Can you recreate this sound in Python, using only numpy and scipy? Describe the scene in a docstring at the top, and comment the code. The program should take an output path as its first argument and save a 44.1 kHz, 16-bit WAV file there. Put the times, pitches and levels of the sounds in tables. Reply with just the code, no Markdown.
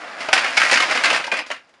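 """Firewood stack giving way

Split logs slide under a tarp, outdoors, a few steps away. One lands with a sharp crack and the rest
tumble in a dense clatter, each knock a blend of crack, woody ring, thud and splintering bark.
Hollow scrapes, small taps and crumbling bark fill the gaps; two last logs drop and the pile settles.
Short echoes off the stack and the sheds sit around it all, over a bed of quiet air."""
import sys
import numpy as np
from scipy import signal
from scipy.io import wavfile

SR = 44100
rng = np.random.default_rng(int(sys.argv[2]) if len(sys.argv) > 2 else 0)


def put_to_file(sound):
    """Save the sound as 16-bit audio at rate SR, in the file named by the first command-line argument."""
    columns = np.atleast_2d(sound).T  # one column per channel
    safe = np.clip(columns, -1, 1)
    whole_steps = np.round(safe * 32767)
    wavfile.write(sys.argv[1], SR, whole_steps.astype(np.int16))


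N = 79380

# The outdoor bed. Each row: frequency in Hz, relative level in dB.
AIR_COLOUR = [(25, -11), (100, 1), (270, 5), (600, 7), (1600, 1.5), (4000, -16), (10000, -28), (12000, -50),
              (16000, -60)]
# Echo tails of the yard. Each row: frequency in Hz, time to fall 60 dB in seconds.
YARD_DECAY = [(200, 0.26), (600, 0.15), (1800, 0.21), (4500, .18), (10000, 0.15)]

# Fader rides for crumbling, dragging and jostling. Each row: time in seconds, level in dB.
BARK_RIDE = [(0, -50.5), (.17, -50.5), (.22, -40.5), (.31, -46.5), (.37, -35), (.53, -38.5), (.74, -29.5),
             (.87, -37.5), (.96, -33), (1.02, -37.5), (1.14, -32.5), (1.22, -41.5), (1.31, -59),
             (1.38, -36.5), (1.44, -81), (1.48, -49), (1.53, -58), (1.6, -67.5), (1.8, -72.5)]
DRAG_RIDE = [(0, -39), (.05, -35), (.1, -39), (.14, -36.5), (.26, -37), (.4, -43), (.55, -36), (.95, -43.5),
             (1.2, -41), (1.3, -48), (1.45, -54), (1.6, -74)]
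JOSTLE_RIDE = [(0, -39.5), (.05, -39), (.17, -39.5), (.22, -31.5), (.32, -37), (.37, -25), (.43, -24),
               (.55, -29), (.62, -27), (.8, -23.5), (.87, -25), (1.02, -26.5), (1.15, -20), (1.22, -33),
               (1.3, -42), (1.39, -26.5), (1.45, -53), (1.55, -42), (1.62, -63), (1.8, -63)]
# Tone of each kind of contact. Each row: frequency in Hz, relative level in dB.
SPLINTER_COLOUR = [(30, -74), (1500, -17.5), (3600, -5), (4700, 3.5), (6200, -5), (7400, -7), (7950, -14.5),
                   (8700, -9.5), (10500, -18), (12000, -36.5), (16000, -21)]
DRAG_COLOUR = [(25, -31), (100, -26), (200, -13.5), (300, -6), (420, -11.5), (540, -1), (700, 1),
               (950, -6.5), (1250, -0.5), (2000, -2.5), (4000, -34.5), (16000, -83)]
JOSTLE_COLOUR = [(25, -46), (100, -24), (200, -13.5), (300, -4.5), (420, -12.5), (620, 2.5), (1000, 1),
                 (1700, 3.5), (2500, 1), (3600, -6.5), (4800, -16), (8000, -27.5), (10500, -37),
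                 (12000, -52), (16000, -76)]
THUD_COLOUR = [(25, -37), (80, -20), (150, -15.5), (270, 3), (400, -2.5), (550, 9), (900, 0.5), (2000, -30),
               (16000, -63)]
CRACK_COLOUR = [(30, -40), (150, -41.5), (400, -21), (650, -8), (1100, -2), (1700, 1), (2400, 3.5),
                (3600, -8.5), (5000, -20.5), (8000, -42), (16000, -88)]

# Logs bouncing free. Each row: start in seconds, level in dB, pitch in Hz, time to fall 60 dB in seconds.
CLEAR_NOTES = [(0.287, -15.5, 630, 0.035), (0.290, -15.5, 975, 0.02), (0.331, -9.5, 799, 0.035),
               (0.337, -23, 2120, 0.35), (0.617, -12.5, 1589, 0.075), (0.376, -16, 1877, .12),
               (0.574, -14.5, 1697, .06), (0.663, -15, 1935, 0.11), (0.722, -13, 531, 0.048),
               (0.739, -19, 1825, 0.12), (0.756, -15, 2137, 0.14), (0.773, -18, 1577, 0.21),
               (1.058, -18, 2070, 0.078), (1.129, -14, 570, 0.03), (1.279, -17, 920, 0.027),
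               (1.316, -14, 2454, 0.13), (1.321, -18.5, 1567, 0.086), (1.334, -24.5, 510, 0.07),
               (1.502, -30.5, 604, 0.11), (1.504, -30, 943, 0.083), (1.511, -27, 2805, .08)]
# Modes of a split log. Each row: multiple of the log's pitch, relative level in dB.
LOG_MODES = [(.36, -13), (.52, -18), (.73, -6.5), (1, 3), (1.13, -3), (1.34, -4), (1.62, -10.5),
             (2.25, -12), (2.7, -20)]
# Log hitting log. Each row: start in seconds, strength in dB, pitch in Hz, thud trim in dB,
# splinter trim in dB, time for the faces to crush in seconds.
LOG_HITS = [(0.205, -17, 2040, -8, -16, 0.0036), (0.220, -31, 1930, -8, -14, .003),
            (0.287, -11.5, 1237, -18, -20.5, 0.00021), (0.329, 3, 1513, -15, -15.5, 0.00081),
            (0.335, -7, 1730, -24, -9, 0.0012), (0.342, -14, 1910, -30, -12, 0.0018),
            (0.352, -5.5, 2230, -28, -19, .002), (0.362, -5.5, 1870, -32, -21, 0.0018),
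            (0.376, -3.5, 1948, -28.5, -18, 0.0026), (0.388, -7, 2147, -40, -19.5, 0.0024),
            (0.442, -6, 2104, -18.5, -21, 0.0035), (0.461, -9, 2450, -32, -39, 0.0022),
            (0.477, -18, 2050, -30, -11.5, 0.0033), (0.568, -5, 2170, -33, -12.5, 0.0036),
            (0.573, 1, 2270, -20.5, -17, 0.0031), (0.599, -4.5, 1613, -32, -16, 0.0072),
            (0.616, -1, 1880, -39, -22, 0.00085), (0.631, -4, 1850, -20.5, -17, .003),
            (0.648, -9.5, 1945, -22, -14, 0.0022), (0.663, -8.5, 1960, -25, -19, .002),
            (0.697, -6.5, 1620, -27, -34, .002), (0.712, -4, 1960, -16, -12.5, 0.0015),
            (0.720, -5, 2320, -6, -13.5, 0.0011), (0.728, -2, 1807, -35, -16.5, 0.0026),
            (0.739, -3.5, 1940, -37, -12.5, .002), (0.755, -4.5, 2120, -28, -18, 0.005),
            (0.772, -1.5, 1592, -27, -18.5, 0.0014), (0.801, -1.5, 2160, -23, -17.5, 0.0018),
            (0.821, -6, 2145, -24, -16.5, 0.0025), (0.831, -9, 1820, -23, -21, 0.0018),
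            (0.896, -9, 1527, -12, -20, 0.0026), (0.910, -4.5, 1657, -28, -18.5, 0.0018),
            (0.920, -8.5, 1760, -22, -24, 0.0037), (0.948, -8.5, 1833, -10.5, -20, .003),
            (0.958, -11.5, 1634, -13, -16, 0.0029), (0.973, -5, 2070, -21, -19.5, .001),
            (0.989, -18, 2160, -24, -20, .003), (1.036, -5.5, 1483, -28, -15, 0.0007),
            (1.042, -3.5, 1605, -16, -14.5, 0.0024), (1.056, -3.5, 2370, -24, -14.5, .001),
            (1.064, -7.5, 1567, -15, -26, 0.0027), (1.101, -4, 1278, -27, -17, 0.0011),
            (1.110, -8, 2570, -12.5, -19, 0.0012), (1.128, -8, 1573, -21, -17.5, .002),
            (1.145, -9, 1870, -20, -15, 0.0027), (1.161, -8, 2064, -20, -17, 0.0017),
            (1.174, -17, 2310, -21, -17, .002), (1.198, -22, 1490, -6, -17, 0.0027),
            (1.240, -12.5, 1604, -15, -18, 0.005), (1.266, -17, 1585, -9, -13, .003),
            (1.280, -24.5, 2090, -13, -26, .002), (1.316, -11.5, 2436, -13, -18, 0.00049),
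            (1.321, -9, 2427, -8.5, -20, 0.0028), (1.337, -9.5, 1616, -12, -21, 0.0026),
            (1.367, -13.5, 2063, -27, -17.5, 0.0043), (1.388, -10.5, 1900, -32, -17, 0.0018),
            (1.401, -25, 2160, -3, -36, .002), (1.462, -27.5, 2530, -11.5, -10.5, 0.0027),
            (1.502, -15.5, 1350, -8, -23, 0.00073), (1.511, -12, 1624, -16.5, -18, 0.0046),
            (1.563, -30, 2760, -15, -21, .002), (1.69, -46.5, 1640, -4, -11.5, .003),
            (1.738, -43, 1675, -8, -16, .003)]


def amp(db):
    """Decibels to gain."""
    return 10 ** (np.asarray(db) / 20)


def unit_rms(x):
    """Scales to an rms of 1."""
    return x / np.sqrt(np.mean(x ** 2) + 1e-20)


def curve_at(points, hz):
    """Reads a table on a log-frequency axis."""
    f, value = np.transpose(points)
    return np.interp(np.log(hz + 1), np.log(f + 1), value)


def ride(points):
    """Gain over time from a fader ride."""
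    return amp(np.interp(np.arange(N) / SR, *np.transpose(points)))


def add(mix, start_s, sound):
    """Drops a sound into the mix."""
    part = mix[max(round(start_s * SR), 0):][:len(sound)]
    part += sound[:len(part)]


def colour(x, points, size=4096):
    """Minimum-phase EQ, so attacks stay crisp; the result has an rms of 1."""
    log_gain = np.log(amp(curve_at(points, abs(np.fft.fftfreq(size, 1 / SR)))))
    taps = np.fft.ifft(np.exp(np.conj(signal.hilbert(log_gain)))).real[:size // 2]
    return unit_rms(signal.fftconvolve(x, taps / np.linalg.norm(taps))[:len(x)])


def fade(t, t60):
    """Falls by 60 dB in t60 seconds."""
    return np.exp(-np.log(1000) * t / t60)


def clicks(per_s, spread_db):
    """Random clicks of uneven size."""
    size = amp(spread_db * np.minimum(rng.exponential(1, N), 4))
    return size * rng.choice([-1, 1], N) * (rng.random(N) < per_s / SR)


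def air():
    """A soft, steady bed of outdoor noise."""
    return amp(-61) * colour(rng.standard_normal(N), AIR_COLOUR)


def echoes(predelay_s=0.004, density=1 / 12):
    """One pattern of short scattered echoes, each band dying at its own speed."""
    n = SR // 2
    taps = rng.choice([-1., 1.], n) * (rng.random(n) < density) * (np.arange(n) > predelay_s * SR)
    hz, t, bands = signal.stft(taps, SR, nperseg=256)
    bands = bands * fade(t, curve_at(YARD_DECAY, hz)[:, None])
    tail = signal.istft(bands, SR, nperseg=256)[1]
    return tail / np.linalg.norm(tail)


def yard(wood, patterns=9, crossfade_s=0.017):
    """Logs land in ever new spots, so the send crossfades round a set of echo patterns."""
    spot = np.arange(N) / SR / crossfade_s
    sends = [np.sin(np.pi / 2 * np.minimum((spot - k) % patterns, 2)) for k in range(patterns)]
    return sum(signal.fftconvolve(wood * send, echoes())[:N] for send in sends)


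def bark():
    """Fine, bright crackle of bark scraping and breaking off."""
    return ride(BARK_RIDE) * colour(clicks(per_s=1200, spread_db=0.5), SPLINTER_COLOUR)


def drag():
    """A hollow scrape: rough faces stick and slip, sounding the low modes of the logs."""
    return ride(DRAG_RIDE) * colour(clicks(per_s=800, spread_db=2), DRAG_COLOUR)


def jostle(variants=120, longest_t60=0.042):
    """A swarm of small taps between sliding logs, each a short puff of wood-toned noise."""
    t, out = np.arange(SR // 16) / SR, np.zeros(N)
    taps = rng.standard_normal((variants, len(t)))
    taps *= fade(t, longest_t60 * rng.uniform(0.29, 1, (variants, 1)))
    hits = clicks(per_s=1300, spread_db=3)
    which = rng.integers(0, variants, N)
    for i in np.flatnonzero(hits):
        add(out, i / SR, hits[i] * unit_rms(taps[which[i]]))
    return ride(JOSTLE_RIDE) * colour(out, JOSTLE_COLOUR)


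def burst(t, attack, points, t60):
    """Coloured noise that swells as the faces crush together, then dies; t60 sets its energy."""
    decay = fade(t, t60)
    noise = rng.standard_normal(len(t)) * attack * decay
    return colour(noise, points) * np.sqrt(np.mean(decay ** 2))


def log_ring(t, hz, t60=0.08, scatter=0.0723):
    """One log's modes, the high ones dying sooner; no two logs split alike, so the side modes scatter."""
    out = np.zeros(len(t))
    for ratio, db in LOG_MODES:
        detune, polarity = rng.uniform(-1, 1, 2)
        mode_hz = hz if ratio == 1 else hz * ratio * (1 + scatter * detune)
        decay = fade(t, t60 / max(ratio, 1))
        out += np.sign(polarity) * amp(db) * decay * np.sin(2 * np.pi * mode_hz * t)
    return out


def knock(db, hz, thud_db, splinter_db, crush_s, rebounds_per_s=220, rebound_fade_s=0.012):
    """Rough faces meet and chatter: a woody ring, a crack, a low thud and splintering bark."""
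    t = np.arange(SR // 5) / SR
    attack = 1 - np.exp(-t / crush_s)
    contacts = amp(-8) * rng.standard_normal(len(t)) * np.exp(-t / rebound_fade_s)
    contacts *= rng.random(len(t)) < rebounds_per_s / SR
    contacts[0] = 1  # the first hit, ahead of its rebounds
    modes = log_ring(t, hz)
    chatter = signal.fftconvolve(modes, contacts)[:len(t)] * attack
    ring = amp(-17.5) * unit_rms(chatter) * modes.std()
    crack = amp(-7.5) * burst(t, attack, CRACK_COLOUR, t60=0.036)
    thud = amp(thud_db - 4.5) * burst(t, attack, THUD_COLOUR, t60=0.045)
    splinter = amp(splinter_db) * burst(t, attack, SPLINTER_COLOUR, t60=0.045)
    return amp(db) * (ring + crack + thud + splinter)


def falling_logs(note_rise_s=0.00034):
    """The lead clatter: log knocks on log, and those that bounce free sing one clear note."""
    out, t = np.zeros(N), np.arange(SR // 5) / SR
    for start_s, *hit in LOG_HITS:
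        add(out, start_s, knock(*hit))
    attack = 1 - np.exp(-t / note_rise_s)
    for start_s, db, hz, t60 in CLEAR_NOTES:
        add(out, start_s, amp(db) * attack * fade(t, t60) * np.sin(2 * np.pi * hz * t))
    return out


def scene():
    """The mono mix: wood up front, air and yard echoes behind."""
    wood = falling_logs() + jostle() + drag() + bark()
    return (wood + air() + amp(-5.5) * yard(wood))[None]


def record(dry, low_hz=80.4, top_hz=11560, ceiling=0.81, knee=12):
    """A small microphone dulls the top, overloads on the loudest cracks and thins the bass."""
    dulled = signal.sosfilt(signal.butter(12, top_hz, fs=SR, output="sos"), dry)
    clipped = dulled / (1 + abs(dulled / ceiling) ** knee) ** (1 / knee)
    fizz_filter = signal.firwin(9, 11700, fs=SR)[None]  # softens only the distortion
    overloaded = dulled - signal.oaconvolve(dulled - clipped, fizz_filter, "same")
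    thinned = signal.sosfilt(signal.butter(1, low_hz, "high", fs=SR, output="sos"), overloaded)
    band_limit = signal.firwin(511, 15800, window=("kaiser", 9), fs=SR)[None]
    return signal.oaconvolve(thinned, band_limit, "same")


dry = scene()
out = record(dry)
put_to_file(out)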